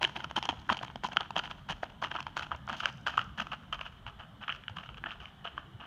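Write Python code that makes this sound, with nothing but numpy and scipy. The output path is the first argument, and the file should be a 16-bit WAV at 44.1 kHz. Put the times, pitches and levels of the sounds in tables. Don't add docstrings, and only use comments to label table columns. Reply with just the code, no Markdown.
import sys
import numpy as np
from scipy import signal
from scipy.io import wavfile
from scipy.ndimage import uniform_filter1d

SR = 44100
rng = np.random.default_rng(int(sys.argv[2]) if len(sys.argv) > 2 else 0)


def log_audio(samples):
    frames = np.atleast_2d(samples).T
    limited = np.clip(frames, -1, 1)
    pcm = np.round(limited * 32767).astype(np.int16)
    wavfile.write(sys.argv[1], SR, pcm)


N = 258426
T = np.arange(N) / SR

# start_s, length_s, body_level_db, fizz_level_db
CRUNCHES = [(0.009, 0.049, -33.5, -45), (0.154, 0.023, -37.5, -50), (0.183, 0.062, -48.5, -62),
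            (0.236, 0.014, -41.5, -55), (0.357, 0.034, -35.5, -44), (0.429, 0.044, -44, -59),
            (0.488, 0.0095, -29.5, -44.5), (0.528, 0.017, -58, -66), (0.592, 0.009, -54, -55),
            (0.688, 0.039, -31.5, -46), (0.768, 0.011, -47, -52), (0.819, 0.017, -40.5, -51),
            (1.032, 0.035, -40, -49), (1.113, 0.022, -44, -63), (1.152, 0.0092, -48, -69),
            (1.199, 0.017, -39, -59), (1.354, 0.043, -37, -54), (1.43, 0.037, -47, -58.5),
            (1.502, 0.016, -41.5, -52.5), (1.577, 0.015, -53.5, -73), (1.685, 0.043, -39, -51),
            (1.825, 0.016, -44, -54), (1.85, 0.0093, -47, -65), (2.015, 0.054, -40, -53.5),
            (2.103, 0.02, -42.5, -58.5), (2.139, 0.029, -43.5, -62), (2.181, 0.026, -46, -66),
            (2.26, 0.051, -57.5, -73), (2.361, 0.051, -44.5, -54.5), (2.419, 0.028, -44, -54.5),
            (2.507, 0.045, -44, -67.5), (2.681, 0.072, -43.5, -56.5), (2.762, 0.041, -56, -55),
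            (2.795, 0.018, -48, -53), (2.819, 0.08, -43, -58), (3.06, 0.043, -41, -51),
            (3.112, 0.062, -49.5, -63.5), (3.17, 0.06, -43.5, -59.5), (3.374, 0.051, -41.5, -52.5),
            (3.511, 0.028, -40, -56.5), (3.722, 0.031, -40.5, -54), (3.806, 0.01, -41, -54),
            (3.849, 0.029, -47.5, -58.5), (4.061, 0.038, -44.5, -62.5), (4.187, 0.048, -49.5, -69.5),
            (4.405, 0.046, -47, -66), (4.474, 0.089, -54, -63), (4.677, 0.031, -64, -72),
            (4.759, 0.051, -47.5, -62), (4.824, 0.048, -56, -69), (4.895, 0.024, -54.5, -71),
            (4.97, 0.012, -52, -62), (5.052, 0.02, -41, -69), (5.077, 0.059, -51.5, -65),
            (5.196, 0.1, -55, -69.5), (5.442, 0.039, -43.5, -62.5), (5.564, 0.033, -50.5, -67),
            (5.795, 0.12, -49.5, -74)]
# start_s, knock_peak_db, knock_pitch_hz, snap_peak_db, tick_peak_db
CRACKS = [(0.012, -31, 895, -49, -58), (0.0237, -31, 890, -35, -40), (0.0289, -21.5, 1490, -21, -22),
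          (0.0419, -26.5, 680, -17, -28), (0.0482, -21.5, 1690, -14, -35), (0.164, -27, 930, -27.5, -48),
          (0.2042, -31, 1480, -33, -51), (0.2432, -25, 1320, -30.5, -34.5), (0.311, -27.5, 900, -35, -39),
          (0.3611, -29, 1400, -45, -47), (0.3736, -29, 770, -28, -67), (0.3791, -22.5, 930, -30, -50),
          (0.4266, -29, 930, -23.5, -29.5), (0.436, -47, 980, -31, -45), (0.4538, -29, 960, -26.5, -29),
          (0.4895, -18, 900, -20, -31), (0.5274, -31.5, 724, -51, -55), (0.6924, -14.5, 1470, -46, -50),
          (0.6991, -14.5, 1070, -21, -49), (0.711, -28, 845, -34, -48), (0.7274, -41, 1090, -31, -26.5),
          (0.7693, -35, 866, -28, -40), (0.7896, -41, 730, -30, -55), (0.8125, -34, 700, -50, -61),
          (0.829, -33, 830, -31, -41), (0.8807, -38, 890, -34, -62), (0.9005, -36, 900, -40, -59),
          (0.9575, -27.5, 750, -35, -41), (1.036, -24.5, 860, -27, -40), (1.044, -23.5, 870, -35, -46),
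          (1.049, -21, 950, -45, -45), (1.0867, -33, 776, -52, -43.5), (1.1628, -31, 740, -45, -39),
          (1.1692, -12.5, 1364, -13, -28.5), (1.207, -27, 865, -25, -34.5), (1.3061, -27, 917, -31.5, -37),
          (1.3643, -18, 740, -19, -33), (1.381, -43, 900, -32, -30), (1.3911, -26, 1710, -22, -27),
          (1.3952, -23.5, 1390, -27, -34), (1.4556, -45, 1300, -29.5, -49),
          (1.5119, -32.5, 1360, -30.5, -45), (1.6993, -26, 915, -33, -39), (1.7082, -27, 880, -44, -30),
          (1.8317, -19.5, 720, -37.5, -56), (2.025, -20, 1020, -41, -38), (2.041, -24, 1800, -34, -33),
          (2.0466, -23.5, 1200, -26, -42), (2.1146, -26.5, 1590, -29, -42), (2.162, -26, 1340, -37, -41),
          (2.1868, -30, 1120, -51, -57), (2.204, -30, 1020, -26.5, -35.5), (2.227, -45, 1070, -38, -44),
          (2.267, -26, 950, -31.5, -39.5), (2.368, -21, 1390, -41, -29.5), (2.3754, -25.5, 1480, -28, -34),
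          (2.3939, -25.5, 1440, -46, -32), (2.409, -30.5, 1410, -48, -54), (2.4296, -41, 1280, -27.5, -55),
          (2.5163, -19.5, 1235, -34, -54), (2.677, -29, 1350, -40, -61), (2.6955, -24, 1140, -42, -38),
          (2.6999, -25.5, 1450, -49, -58), (2.7284, -29, 1590, -43, -36), (2.7695, -55, 1070, -44, -53),
          (2.8038, -26.5, 1350, -26.5, -39), (2.835, -29, 1240, -53, -54),
          (2.8563, -16.5, 1590, -18.5, -24), (3.0657, -20.5, 1510, -38, -33),
          (3.072, -17.5, 1570, -26, -30), (3.081, -24, 1310, -36, -35), (3.094, -30, 1560, -44, -50),
          (3.1398, -31.5, 1270, -41, -51), (3.1735, -30, 1420, -33, -42), (3.178, -10.5, 1240, -21.5, -43),
          (3.1917, -22, 1420, -23, -37), (3.2144, -33, 1360, -31, -39), (3.384, -27.5, 1660, -46, -55),
          (3.3983, -22, 1420, -36, -52), (3.4029, -22.5, 1430, -25, -33), (3.4686, -31, 1280, -34.5, -46),
          (3.521, -31, 1200, -30, -56), (3.7264, -26.5, 1210, -25, -35.5),
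          (3.7312, -28.5, 1270, -26, -53.5), (3.792, -34, 1190, -34, -52),
          (3.8121, -32.5, 1000, -23.5, -45), (3.8637, -37, 1340, -34, -63), (4.0653, -31, 930, -34, -65),
          (4.437, -37, 1540, -31.5, -59), (4.4794, -31, 1540, -28, -69), (4.4827, -30, 1260, -35, -64),
          (4.4932, -23.5, 1385, -24.5, -64), (4.4995, -35, 1140, -23, -63), (4.5046, -33, 1770, -32, -65),
          (4.5105, -48, 1740, -31, -64), (4.5234, -46, 1400, -23.5, -48), (4.548, -38, 1264, -37, -48),
          (4.637, -57, 1220, -37.5, -63), (4.6808, -31.5, 1470, -27, -66), (4.6965, -38.5, 835, -44, -49),
          (4.768, -37, 1280, -33, -69), (4.7844, -42, 1330, -30, -65), (4.836, -41, 1320, -34.5, -62),
          (4.89, -36, 1300, -35, -65), (4.9441, -50, 1100, -38, -53), (5.039, -26, 1660, -31.5, -65),
          (5.0669, -30, 1720, -34.5, -69), (5.1067, -50, 1600, -29.5, -61), (5.117, -41, 1300, -30, -53),
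          (5.2023, -42, 1530, -40.5, -60), (5.2554, -51, 1600, -32, -53), (5.4532, -30, 693, -31, -64),
          (5.474, -34, 1190, -28.5, -67), (5.5785, -24.5, 1175, -34, -64), (5.81, -50, 1630, -37, -67)]
GRIT_LEVELS = (-18.5, -17.5, -19)
# start_s, peak_db
SPECKS = [(0.075, -48), (0.6776, -55), (1.0734, -41), (1.1303, -48), (2.562, -48), (2.6702, -48),
          (2.9275, -47), (2.9744, -51), (3.0126, -54), (3.243, -49)]
# middle_s, peak_db, pitch_hz
THUDS = [(0.033, -43, 180), (0.045, -37, 378), (0.377, -40, 334), (0.494, -50, 354), (0.175, -42, 334),
         (0.378, -37, 217), (0.495, -43, 264), (0.513, -42, 84), (0.53, -45, 230), (0.714, -41, 91),
         (0.72, -32.5, 222), (0.838, -43.5, 117), (0.96, -41.5, 222), (1.049, -41.5, 193),
         (1.177, -45, 151), (1.372, -40, 174), (1.708, -38, 169), (2.047, -49, 312), (2.544, -41.5, 69.5),
         (2.725, -41, 220), (3.192, -44, 129), (3.389, -42, 206), (3.417, -38.5, 210), (4.074, -43, 112),
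         (4.714, -40, 99), (4.779, -43, 173), (5.755, -41.5, 110)]
# frequency_hz, level_db
GRAVEL_NEAR = [(180, -36.5), (300, -2.5), (478, -12.5), (1010, 3.5), (1150, -12.5), (1660, -6), (1970, -11),
               (2740, -7), (3130, -2), (3520, -15.5), (4910, -25.5), (6520, -27.5), (8360, -49),
               (9550, -44), (13000, -55), (16000, -71)]
# frequency_hz, level_db
GRAVEL_FAR = [(180, -38.5), (300, -21), (418, -20.5), (678, -4.5), (1010, -3.5), (1250, 2.5), (1640, -4.5),
              (2030, -19.5), (2980, -9), (3700, -28), (6200, -35), (8940, -51.5), (16000, -52)]
# time_s, far_colour_share (0-1)
FARNESS = [(0, 0.01), (1.5, 0.46), (2.5, 0.57), (3.5, 1), (5.86, 0.98)]
SPLITS_HZ = (2136, 3730, 8300)
# frequency_hz, t60_s
ECHO_T60 = [(300, 1), (1200, 0.5), (3000, 0.47), (6000, 0.81), (12000, 0.5)]
# time_s, level_db
ECHO_LEVEL = [(0, -19.5), (3, -16.5), (5.86, -10)]
# frequency_hz, relative level_db
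AIR_COLOUR = [(15, -75), (25, 10.5), (58, 7), (134, 0.5), (463, -13), (659, -9.5), (1290, -9.5),
              (1700, -12.5), (2110, -18.5), (2690, -24.5), (2990, -9), (4610, -33), (10400, -40),
              (14800, -41), (16000, -52)]
# frequency_hz, relative level_db
RUMBLE_COLOUR = [(20, -5.5), (40, -43), (65, -1.5), (115, -11), (136, 3.5), (155, -7), (200, -4),
                 (300, -19.5), (600, -74)]
# time_s, level_db
RUMBLE_LEVEL = [(0.0, -53), (0.98, -53), (1.29, -54.5), (2.46, -55), (2.58, -53), (3.51, -54.5),
                (4.02, -58), (5.86, -59)]

SNAP_SHARE, SNAP_DB, SNAP_FAR_DB = 0.38, -1.5, 5.5
SPARKLE_DB, SPARKLE_FAR_DB = -16, -3.5
SHARED = 0.58
RING_MS = 1.76
KNOCK_LOW_HZ = 445
SPECK_HZ = 5730
THUD_S, THUD_CYCLES = 0.008, 1.4
AIR_DB = -54
EDGE_HZ = 15960


def crunches(near, far):
    jerks = gain_of(2.2 * drift(120))
    trains = grains(1800, 4.5)
    loaded = [train * jerks * pressure(band, 0.0018, 0.0044) for band, train in enumerate(trains)]
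    return sounded(loaded, near, far)


def pressure(band, settle_s, blur_s):
    out = np.zeros(N)
    for start_s, length_s, body_db, fizz_db in CRUNCHES:
        t = np.arange(0, length_s + 0.53, 1 / SR)
        away = farness(start_s)
        rise = np.minimum(t / 0.0067, 1)
        sag_db = -4.5 * (t / max(length_s, 0.004)).clip(0, 1)
        settling = np.exp(-(t - length_s).clip(0) / (settle_s + blur_s * away))
        snap_db = body_db + SNAP_SHARE * (fizz_db - body_db) + SNAP_DB + SNAP_FAR_DB * away
        level_db = (body_db, snap_db, fizz_db)[band]
        add(out, start_s, gain_of(level_db + sag_db) * rise * settling)
    return out


def grains(per_s, spread_db):
    struck = rng.exponential(1, (N, 4))
    size = gain_of(spread_db * np.minimum(struck, 4)) * (rng.random((N, 4)) < per_s / SR)
    kind = rng.integers(0, 6, (N, 4))
    shapes = rng.standard_normal((6, 60)) * np.exp(-np.arange(60) / SR / 0.00055)
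    trains = sum(signal.oaconvolve(size * (kind == k), shape[:, None], axes=0)[:N]
                 for k, shape in enumerate(shapes))
    *own, common = trains.T
    return [unit_rms(np.sqrt(SHARED) * common + np.sqrt(1 - SHARED) * train) for train in own]


def cracks(near, far):
    out, t = np.zeros(N), np.arange(900) / SR
    chance = rng.standard_normal((len(CRACKS), 4, 250))
    small = signal.butter(2, KNOCK_LOW_HZ, "high", fs=SR, output="sos")
    times = (0.00035, 0.0009), (0.00008, 0.00095), (0.000062, 0.0016), (0.00014, 0.0013)
    chatter = [(1 - np.exp(-t[:250] / rise)) * np.exp(-t[:250] / fade) for rise, fade in times]
    for (start_s, knock_db, hz, snap_db, tick_db), contact in zip(CRACKS, chance * chatter):
        bands = near + farness(start_s) * (far - near)
        cycles = hz * (t + 0.061 * 0.00088 * (1 - np.exp(-t / 0.00031)))
        ring = np.sin(2 * np.pi * cycles) * np.exp(-1000 * t / RING_MS) * (1 - np.exp(-t / 0.00073))
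        rattle, snap, tick, spark = (np.convolve(c, band[:900])[:900] for c, band in zip(contact, bands))
        knock = unit_rms(ring) + 0.6 * unit_rms(signal.sosfilt(small, rattle))
        spark_db = tick_db - 4.0 + sparkle_db(start_s)
        for part, db in ((knock, knock_db), (snap, snap_db), (tick, tick_db), (spark, spark_db)):
            add(out, start_s, gain_of(db) * part / abs(part).max())
    return out


def grit(near, far):
    clumps = gain_of(6.5 * drift(300))
    thrown = [gain_of(db) * uniform_filter1d(pressure(band, 0.071, 0.0026), 600)
              for band, db in enumerate(GRIT_LEVELS)]
    trains = grains(600, 4.1)
    return sounded([train * load * clumps for train, load in zip(trains, thrown)], near, far)


def specks():
    out, t = np.zeros(N), np.arange(200) / SR
    for (start_s, db), rough in zip(SPECKS, rng.standard_normal((len(SPECKS), 200))):
        tone = np.sin(2 * np.pi * SPECK_HZ * t) + 0.08 * np.diff(rough, prepend=0)
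        tick = tone * t * np.exp(-t / 0.00015)
        add(out, start_s, gain_of(db) * tick / abs(tick).max())
    return out


def thuds():
    out = np.zeros(N)
    for (middle_s, db, hz), phase in zip(THUDS, rng.random(len(THUDS))):
        half = THUD_S + THUD_CYCLES / hz
        t = np.arange(-half, half, 1 / SR)
        bump = np.hanning(len(t)) * np.cos(2 * np.pi * (hz * t + phase))
        add(out, max(middle_s - half, 0), gain_of(db) * bump)
    return out


def yard(hooves):
    taps = np.zeros(SR // 2)
    at = np.arange(200, len(taps) - 20, 20)
    taps[at + rng.integers(0, 20, len(at))] = rng.choice([-1., 1.], len(at))
    hz, t, spectra = signal.stft(taps, SR, nperseg=256)
    t60 = read(ECHO_T60, hz)[:, None].clip(0.03)
    tail = signal.istft(spectra * gain_of(-60 * t / t60), SR, nperseg=256)[1]
    sent = hooves * gain_of(np.interp(T, *np.transpose(ECHO_LEVEL)))
    return signal.fftconvolve(sent, tail / np.linalg.norm(tail))[:N]


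def background():
    rumble = noise(RUMBLE_COLOUR, 0.5) * gain_of(np.interp(T, *np.transpose(RUMBLE_LEVEL)))
    return gain_of(AIR_DB) * noise(AIR_COLOUR, 4.2) + rumble


def noise(colour, patchy_db):
    real, imag, patches = rng.standard_normal((N // 1024 + 5, 2049, 3)).T
    patches = unit_rms(uniform_filter1d(uniform_filter1d(patches, 14, 0), 3, 1))
    hz = np.fft.rfftfreq(4096, 1 / SR)[:, None]
    level_db = read(colour, hz) + patchy_db * patches / (1 + hz / 3000)
    spectra = (real + 1j * imag) * gain_of(level_db)
    return unit_rms(signal.istft(spectra, nperseg=4096, noverlap=3072)[1][:N])


def sounded(trains, near, far):
    share = farness(T)
    trains = [*trains, trains[2] * gain_of(sparkle_db(T))]
    out = np.zeros(N)
    for train, near_band, far_band in zip(trains, near, far):
        out += signal.oaconvolve(train * np.sqrt(1 - share), near_band)[:N]
        out += signal.oaconvolve(train * np.sqrt(share), far_band)[:N]
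    return out


def farness(t):
    return np.interp(t, *np.transpose(FARNESS)).clip(0, 1)


def sparkle_db(t):
    return SPARKLE_DB + SPARKLE_FAR_DB * farness(t)


def gravel_bands(colour):
    hz = np.fft.rfftfreq(4096, 1 / SR) + 1
    below = [-10 * np.log10(1 + (hz / f) ** 24) for f in SPLITS_HZ] + [0]
    above = [0] + [-10 * np.log10(1 + (f / hz) ** 12) for f in SPLITS_HZ]
    port_db = 2.3 / (1 + ((hz - 3150) / 160) ** 2)
    return np.array([causal(read(colour, hz) + port_db + a + b) for a, b in zip(above, below)])


def causal(db):
    both_sides = np.r_[db, db[-2:0:-1]]
    log_gain = np.log(gain_of(np.maximum(both_sides, db.max() - 90)))
    taps = np.fft.ifft(np.exp(np.conj(signal.hilbert(log_gain)))).real[:1500]
    return taps / np.linalg.norm(taps)


def drift(width):
    return unit_rms(uniform_filter1d(uniform_filter1d(rng.standard_normal(N), width), width))


def gain_of(db):
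    return 10 ** (np.asarray(db) / 20)


def unit_rms(x):
    return x / np.sqrt(np.mean(x ** 2) + 1e-20)


def read(points, hz):
    f, value = np.transpose(points)
    return np.interp(np.log(hz + 1), np.log(f + 1), value)


def add(mix, start_s, sound):
    part = mix[round(start_s * SR):][:len(sound)]
    part += sound[:len(part)]


def scene():
    near, far = gravel_bands(GRAVEL_NEAR), gravel_bands(GRAVEL_FAR)
    hooves = crunches(near, far) + cracks(near, far) + grit(near, far) + specks()
    return (hooves + thuds() + yard(hooves) + background())[None]


def record(dry):
    dry = signal.sosfilt(signal.butter(3, 42, "high", fs=SR, output="sos"), dry)
    low_pass = signal.firwin(511, EDGE_HZ, window=("kaiser", 9), fs=SR)
    return signal.oaconvolve(dry, low_pass[None], "same")


dry = scene()
out = record(dry)
log_audio(out)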